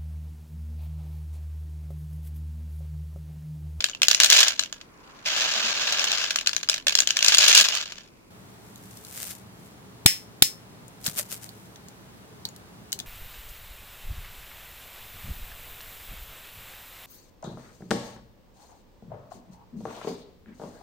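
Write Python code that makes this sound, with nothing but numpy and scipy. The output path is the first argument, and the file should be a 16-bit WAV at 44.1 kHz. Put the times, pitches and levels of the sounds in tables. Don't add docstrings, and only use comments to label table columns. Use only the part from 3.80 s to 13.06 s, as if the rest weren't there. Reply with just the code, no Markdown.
import sys
import numpy as np
from scipy import signal
from scipy.fft import rfft, irfft, next_fast_len
from scipy.io import wavfile

SR = 44100
rng = np.random.default_rng(int(sys.argv[2]) if len(sys.argv) > 2 else 0)


def to_wav(s):
    ch = np.atleast_2d(s).T
    pcm = np.round(np.clip(ch, -1, 1) * 32767)
    wavfile.write(sys.argv[1], SR, pcm.astype(np.int16))


N = 408366
TIME_S = np.arange(N) / SR
GRAIN_SAMPLES = 1024
PORT_LAG_S = .00011

# freq_hz, gain_db
CRATE_AIR_EQ = [(15, -52), (25, 5), (48, -4.5), (92, -1.5), (256, 0), (503, -5.5), (796, -13.5), (988, -9),
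                (1740, -18), (2410, -13.5), (3160, -23.5), (4490, -21.5), (16000, -30)]
BLOCK_AIR_EQ = [(15, -63.5), (25, -37.5), (35, -30.5), (48, -11), (185, -3), (263, -8), (405, -11),
                (503, -13.5), (775, -13.5), (936, -14.5), (2410, -23), (4140, -25), (4870, -27),
                (12900, -31), (16000, -32)]
# freq_hz, correlation
AIR_CORRELATION = [(60, .7), (200, 0.6), (700, .1), (1300, -0.2), (4000, -0.4)]
# centre_hz, width_hz, level_db
HUM_BANDS = [(114, 19, -57.5), (189, 18, -59.5), (420, 40, -64)]
# start_s, hold_s, level_db, rise_s, fall_s
RUBS = [(1.3, 0.14, -52, 1.8, .3), (1.52, .75, -42.5, 0.27, 1.6)]
# freq_hz, gain_db
RUB_EQ = [(60, -28), (150, -11), (250, -7), (400, -5), (600, -3.5), (1100, 2.5), (2400, -8.5), (3300, -22),
          (16000, -41.5)]
# start_s, hold_s, level_db, rise_s, fall_s
GRASS_STROKES = [(5.15, 0.18, -53, 1.9, 0.53), (5.35, .16, -39, 0.32, .26), (5.85, .01, -55.5, .4, .25),
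                 (7.265, 0.0072, -30.5, 0.11, 0.18), (7.39, 0.0074, -26.5, .14, 0.13),
                 (7.522, 0.0064, -33.5, 0.14, .18), (7.632, 0.0058, -39.5, 0.084, 0.17),
                 (7.7, 0.041, -59, .3, 1.7)]
# freq_hz, gain_db
GRASS_EQ = [(240, -37.5), (400, -12), (598, -4), (893, -13), (1350, -4), (4110, -4.5), (9610, -1),
            (15000, -3), (16000, -21.5)]
# start_s, level_db, pitch_hz, t60_s
BUMPS = [(1.76, -45, 226.2, 0.26), (1.84, -41, 231, 0.2), (3.067, -17.5, 587, 0.026),
         (3.583, -39, 127.5, 0.079), (3.81, -36.5, 228, .06), (7.28, -18.5, 166, 0.03),
         (7.393, -31.5, 595, 0.061)]
# start_s, level_db, pitch_hz, t60_s
PINGS = [(.0575, -15, 3130, 0.013), (.1335, -25.5, 2980, 0.022), (.2405, -13, 3040, 0.014),
         (3.3062, -8.5, 3080, 0.015)]
# start_s, level_db, bright_db
SNAPS = [(4.9583, -42.5, 10), (5.1711, -40, 18), (5.249, -39, 15), (7.0808, -45, 21), (7.2436, -33, 11),
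         (7.2634, -20, -1), (7.278, -25.5, -7), (7.6908, -38.5, 8), (7.959, -43, -6), (8.0848, -42.5, 6),
         (8.6522, -23.5, 0.5), (8.6877, -38.5, 5), (8.7621, -42.5, 14), (9.1202, -27, 11),
         (9.128, -20.5, 8), (9.1897, -30, 7), (9.2004, -28, 1)]
# freq_hz, gain_db
SNAP_EQ = [(150, -22.5), (700, -12.5), (1500, -2.5), (2500, -6), (3800, 8), (5500, 3), (7000, 3),
           (9000, -7.5), (16000, -7.5)]
# start_s, level_db
KNOCKS = [(.0053, -19.5), (.042, -11), (.0969, -27.5), (.1487, -29), (.2187, -11), (.231, -9), (.2834, -6),
          (.3116, -8), (.347, -10), (.401, -7), (.4336, -7.5), (.4449, -9), (.4596, -13), (.5012, -5.5),
          (.5282, -7), (.5674, -11), (.6046, -8.5), (.6298, -9), (.6815, -12), (.7937, -12.5), (.8247, -28),
          (.9265, -25.5), (.966, -47), (1.012, -36), (1.4593, -24.5), (2.1236, -17.5), (2.195, -17.5),
          (2.242, -16.5), (2.317, -16), (2.5063, -17), (2.5587, -14), (2.5863, -19), (2.6099, -26.5),
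          (2.661, -22.5), (2.6718, -10.5), (2.7313, -22), (2.7646, -16), (2.8305, -22.5), (2.8882, -15),
          (2.8972, -10), (2.9406, -18), (2.9786, -28), (3.0682, -13), (3.0815, -11), (3.1232, -21),
          (3.1524, -7.5), (3.188, -10.5), (3.2033, -10), (3.273, -13), (3.306, -14), (3.3682, -13.5),
          (3.3898, -16), (3.4263, -11.5), (3.445, -11), (3.4624, -13), (3.4819, -6), (3.5465, -7),
          (3.5832, -5.5), (3.6802, -6.5), (3.7492, -5), (3.7756, -6.5), (3.8102, -10.5), (3.8856, -14.5),
          (3.9502, -18.5), (4.0125, -24.5), (4.094, -48), (4.121, -30), (4.181, -34.5), (4.207, -43)]
# start_s, hold_s, level_db, rise_s, fall_s
STIRS = [(.41, .04, -19, .08, .12), (.51, 0.087, -15, .08, 0.39), (1.29, .15, -57, 0.93, .1),
         (1.46, 0.98, -26.5, 0.031, 0.44), (1.585, .03, -22, 0.31, 0.18), (3.55, 0.26, -17.5, .6, 0.28),
         (3.765, .07, -14.5, 0.097, 0.11), (3.9, 0.069, -28, .1, 0.54)]
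# freq_hz, gain_db
SHELL_EQ = [(100, -42.5), (300, -24.5), (520, -15), (900, -12.5), (1300, -6.5), (2000, -4.5), (2800, 3),
            (4200, 2.5), (6800, -1.5), (7600, -8), (8800, -20), (11500, -22), (16000, -25)]
# centre_hz, width_hz, gain_db
CRATE_MODES = [(635, 130, 8), (1660, 300, 8), (1820, 140, -3.5), (10000, 500, 4)]
# start_s, crack_db, thud_db, ring_db, tail_bright_db, tail_t60_s
BLOWS = [(6.2607, 2, -4, -14.5, 0, .255), (6.6228, 1.5, -12, -21, 7, .205)]
# freq_hz, gain_db
CRACK_EQ = [(100, -5.5), (500, -11), (750, -4), (1050, -19), (1400, -6), (1900, -1), (2600, -2.5),
            (3800, 6.5), (6500, -8), (7700, 4), (8500, -3.5), (9800, 5), (11000, -5.5), (16000, -6)]
CRACK_TAIL_EQ = [(100, -24), (600, -19), (1250, -14), (1900, 3), (3200, 2.5), (5000, 0.5), (9000, 0),
                 (16000, -7.5)]
# pitch_hz, gain_db, t60_s
STEEL_MODES = [(4312, -21, .16), (4743, -21, .27), (5307, 0, .26), (6690, -19, .24), (7354, -18, .19),
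               (9265, -18, .16), (9900, -14, .15), (12610, -17, .14)]
SPLIT_MODES = [(1814, -10, 0.01), (3646, -2.5, .015)]
# freq_hz, left_minus_right_db
PORT_EQ = [(200, 3), (1300, 0), (2400, -4), (4400, 1.5), (8100, 7), (15000, -10.5)]


def from_db(db):
    return 10 ** (np.asarray(db) / 20)


def bins_hz(size):
    return np.maximum(np.fft.rfftfreq(size, 1 / SR), 1)


def at_hz(points, hz):
    freq_hz, value = np.transpose(points)
    return np.interp(np.log(hz), np.log(freq_hz), value)


def min_phase(db):
    cepstrum = irfft(np.log(from_db(db)))
    half = len(cepstrum) // 2
    cepstrum[1:half] *= 2
    cepstrum[half + 1:] = 0
    return rfft(cepstrum)


def coloured(x, eq):
    response = irfft(np.exp(min_phase(at_hz(eq, bins_hz(2 * GRAIN_SAMPLES)))))
    return signal.oaconvolve(x, response[None] / np.linalg.norm(response), axes=1)[:, :x.shape[1]]


def decay(t, t60_s):
    return (t >= 0) * from_db(-60 * np.maximum(t, 0) / t60_s)


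def add(track, start_s, sound):
    start = max(round(start_s * SR), 0)
    track[:, start:start + sound.shape[1]] += sound[:, :max(N - start, 0)]


def swells_db(rows):
    power = 1e-12
    for start_s, hold_s, level_db, rise_s, fall_s in rows:
        before = np.maximum(start_s - TIME_S, 0) / rise_s
        after = np.maximum(TIME_S - start_s - hold_s, 0) / fall_s
        power = power + from_db(level_db - 60 * (before + after)) ** 2
    return 10 * np.log10(power)


def air(eq):
    size = next_fast_len(N, True)
    hz = bins_hz(size)
    mid, side = rfft(rng.standard_normal((2, size)))
    alike = np.clip(at_hz(AIR_CORRELATION, hz), -1, 1)
    stereo = np.sqrt(1 + alike) * mid + np.sqrt(1 - alike) * side * [[1], [-1]]
    noise = irfft(stereo * from_db(at_hz(eq, hz)), size)[:, :N]
    return noise / noise.std()


def hum():
    size = next_fast_len(N, True)
    hz, out = bins_hz(size), 0
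    for centre_hz, width_hz, level_db in HUM_BANDS:
        white = rfft(rng.standard_normal(size))
        band = irfft(white / (1 + (2 * (hz - centre_hz) / width_hz) ** 2), size)[:N]
        out = out + from_db(level_db) * band / band.std()
    return out


def surroundings(x, t60_s, eq):
    t = np.arange(SR // 2) / SR
    tail = rng.standard_normal((2, len(t))) * decay(t - .003, t60_s)
    tail = coloured(tail / np.linalg.norm(tail[0]), eq)
    return signal.oaconvolve(x, tail, axes=1)[:, :N]


def rubbing():
    return from_db(swells_db(RUBS)) * air(RUB_EQ)


def dry_grass(fibres_per_s=2500, pan_db=1.5):
    slips = (rng.random(N) < fibres_per_s / SR) * from_db(3.5 * np.minimum(rng.exponential(1, N), 4))
    crackle = coloured(slips * rng.standard_normal((2, N)), GRASS_EQ)
    catches_db = np.interp(TIME_S, np.linspace(0, TIME_S[-1], 1600), rng.normal(0, 1.8, 1600))
    envelope = from_db(swells_db(GRASS_STROKES) + catches_db)
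    return crackle / crackle.std() * envelope * from_db([[pan_db], [-pan_db]])


def taps(rows, rise_t60_s):
    out, t = np.zeros((2, N)), np.arange(SR // 2) / SR
    for start_s, level_db, pitch_hz, t60_s in rows:
        envelope = decay(t, t60_s) * (1 - decay(t, rise_t60_s)) ** 2
        add(out, start_s, from_db(level_db) * np.sin(2 * np.pi * pitch_hz * t)[None] * envelope)
    return out


def contacts(starts_s, level_db, colour_db, bright_db, contact_s, scatter_t60_s, pan_spread_db, apart_hz):
    count, t, hz = len(starts_s), np.arange(GRAIN_SAMPLES) / SR, bins_hz(GRAIN_SAMPLES)
    chatter_s = contact_s * rng.uniform(0, 3, (count, 1, 1))
    envelope = decay(np.maximum(t - chatter_s, 0), scatter_t60_s)
    noise = rfft(rng.standard_normal((count, 3, GRAIN_SAMPLES)) * envelope)
    apart = hz ** 2 / (hz ** 2 + apart_hz ** 2)
    spectra = np.sqrt(1 - apart) * noise[:, :1] + np.sqrt(apart) * noise[:, 1:]
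    modes_hz = rng.uniform(2324, 7218, (count, 3, 1))
    modes = rng.standard_normal((count, 3, 1)) * np.sin(2 * np.pi * modes_hz * t)
    spectra += from_db(-6) * rfft(modes.sum(axis=1, keepdims=True) * decay(t, t60_s=.013))
    tilt = [(200, .34), (450, -.75), (1100, -.57), (1700, -.23), (7000, .54), (9000, 1.2), (15000, .72)]
    brightening = np.reshape(bright_db, (-1, 1, 1)) * min_phase(at_hz(tilt, hz))
    spectra *= np.exp(min_phase(colour_db) + brightening)
    spectra[:, 1] *= np.exp(-2j * np.pi * hz * PORT_LAG_S)
    grains = irfft(spectra)
    grains /= np.sqrt((grains ** 2).sum(axis=(1, 2), keepdims=True) / (2 * .003 * SR))
    gains = from_db(level_db[:, None] + rng.normal(0, pan_spread_db, (count, 1)) * [.5, -.5])
    out = np.zeros((2, N))
    for start_s, grain in zip(starts_s, grains * gains[:, :, None]):
        add(out, start_s, grain)
    return out


def shell_snaps(wet_db=-1.5, pan_db=.5):
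    starts_s, level_db, bright_db = np.transpose(SNAPS)
    ticks = contacts(starts_s, level_db, at_hz(SNAP_EQ, bins_hz(GRAIN_SAMPLES)), bright_db,
                     contact_s=.00018, scatter_t60_s=.019, pan_spread_db=2.5, apart_hz=3940)
    ticks *= from_db([[pan_db], [-pan_db]])
    scatter = surroundings(ticks, t60_s=.12, eq=[(300, 24.5), (2000, -4), (16000, 0)])
    return ticks + from_db(wet_db) * scatter


def heap(colour_db, stir_db, contacts_per_s=430, rolls_per_s=400, spread_db=3.5):
    rub_db = swells_db(RUBS)
    pushing = from_db(rub_db - rub_db.max())
    rate_per_s = contacts_per_s * from_db(.22 * (stir_db + 27)) + rolls_per_s * pushing
    hits = np.flatnonzero(rng.random(N) < rate_per_s / SR)
    size_db = spread_db * np.clip(rng.standard_normal(len(hits)), -2, 2)
    size_db -= 10 * np.log10(np.mean(from_db(size_db) ** 2))
    overlap_db = 10 * np.log10(rate_per_s[hits] * .003)
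    bright_db = .46 * np.maximum(stir_db[hits] + 18.5, -8) - 1.5 * pushing[hits]
    return contacts(hits / SR, stir_db[hits] + size_db - overlap_db, colour_db, bright_db,
                    contact_s=.0016, scatter_t60_s=.018, pan_spread_db=4, apart_hz=2160)


def knocks(colour_db, stir_db, hops=4, mean_gap_s=.016, first_hop_db=-15.5, hop_loss_db=4):
    land_s, land_db = np.transpose(KNOCKS)
    shape = (len(land_s), hops)
    hop_s = land_s[:, None] + mean_gap_s * np.cumsum(.5 + rng.random(shape), axis=1)
    hop_db = land_db[:, None] + first_hop_db - hop_loss_db * np.arange(hops) + rng.normal(0, 5, shape)
    starts_s, level_db = np.append(land_s, hop_s), np.append(land_db, hop_db)
    pour_db = np.maximum(np.interp(starts_s, TIME_S, stir_db) + 28.5, -6)
    bright_db = .27 * (level_db + 29) + .28 * pour_db
    return contacts(starts_s, level_db, colour_db, bright_db,
                    contact_s=.0016, scatter_t60_s=.011, pan_spread_db=2, apart_hz=2720)


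def hazelnuts(wet_db=-7.5):
    hz, stir_db = bins_hz(GRAIN_SAMPLES), swells_db(STIRS)
    crate_db = sum(gain_db / (1 + (2 * (hz - centre_hz) / width_hz) ** 2)
                   for centre_hz, width_hz, gain_db in CRATE_MODES)
    colour_db = at_hz(SHELL_EQ, hz) + crate_db
    nuts = knocks(colour_db, stir_db) + heap(colour_db, stir_db)
    scatter_eq = [(300, -8.5), (1500, -5), (6500, -7.5), (9000, -1), (16000, -2.5)]
    return nuts + from_db(wet_db) * surroundings(nuts, t60_s=.13, eq=scatter_eq)


def hammer(press_s=.0027, split_s=.0023, thud_hz=125, thud_pan_db=4):
    out, t = np.zeros((2, N)), np.arange(SR // 2) / SR
    lag_s = np.array([[0], [PORT_LAG_S]])
    for start_s, crack_db, thud_db, ring_db, tail_bright_db, tail_t60_s in BLOWS:
        thud = np.sin(2 * np.pi * thud_hz * t) * decay(t, t60_s=.025) * (1 - decay(t, t60_s=.011))
        add(out, start_s - press_s, from_db([[thud_db + thud_pan_db], [thud_db - thud_pan_db]]) * thud)
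        split, scatter = rng.standard_normal((2, 2, len(t)))
        crack = coloured(split * decay(np.maximum(t - split_s, 0), t60_s=.0098), CRACK_EQ)
        tail = from_db(-19) * coloured(scatter * decay(t, tail_t60_s), CRACK_TAIL_EQ)
        tail = coloured(tail, [(2800, -tail_bright_db), (4300, 0)])
        shell = sum(from_db(db) * np.cos(2 * np.pi * hz * (t - lag_s)) * decay(t, t60_s)
                    for hz, db, t60_s in SPLIT_MODES)
        steel = sum(from_db(db) * np.sin(2 * np.pi * hz * (t - lag_s / 2)) * decay(t, t60_s)
                    for hz, db, t60_s in STEEL_MODES)
        add(out, start_s, from_db(crack_db) * (crack + shell + tail) + from_db(ring_db) * steel)
    return out


def scene(move_s=4.505):
    close = hazelnuts() + rubbing() + hammer() + shell_snaps() + dry_grass()
    close += taps(BUMPS, rise_t60_s=.0096) + taps(PINGS, rise_t60_s=.0018)
    mismatch_db = at_hz(PORT_EQ, bins_hz(GRAIN_SAMPLES))
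    ports = np.array([irfft(np.exp(min_phase(side * mismatch_db))) for side in (.5, -.5)])
    close = signal.oaconvolve(close, ports, axes=1)[:, :N]
    at_crate = from_db(-54) * air(CRATE_AIR_EQ)
    at_block = from_db(-49) * air(BLOCK_AIR_EQ) + hum()
    return close + np.where(TIME_S < move_s, at_crate, at_block)


def record(dry, cutoff_hz=16200):
    lowpass = signal.ellip(10, .1, 80, cutoff_hz, fs=SR, output="sos")
    return signal.sosfilt(lowpass, np.clip(dry, -1, 1))


dry = scene()
out = record(dry)
to_wav(out)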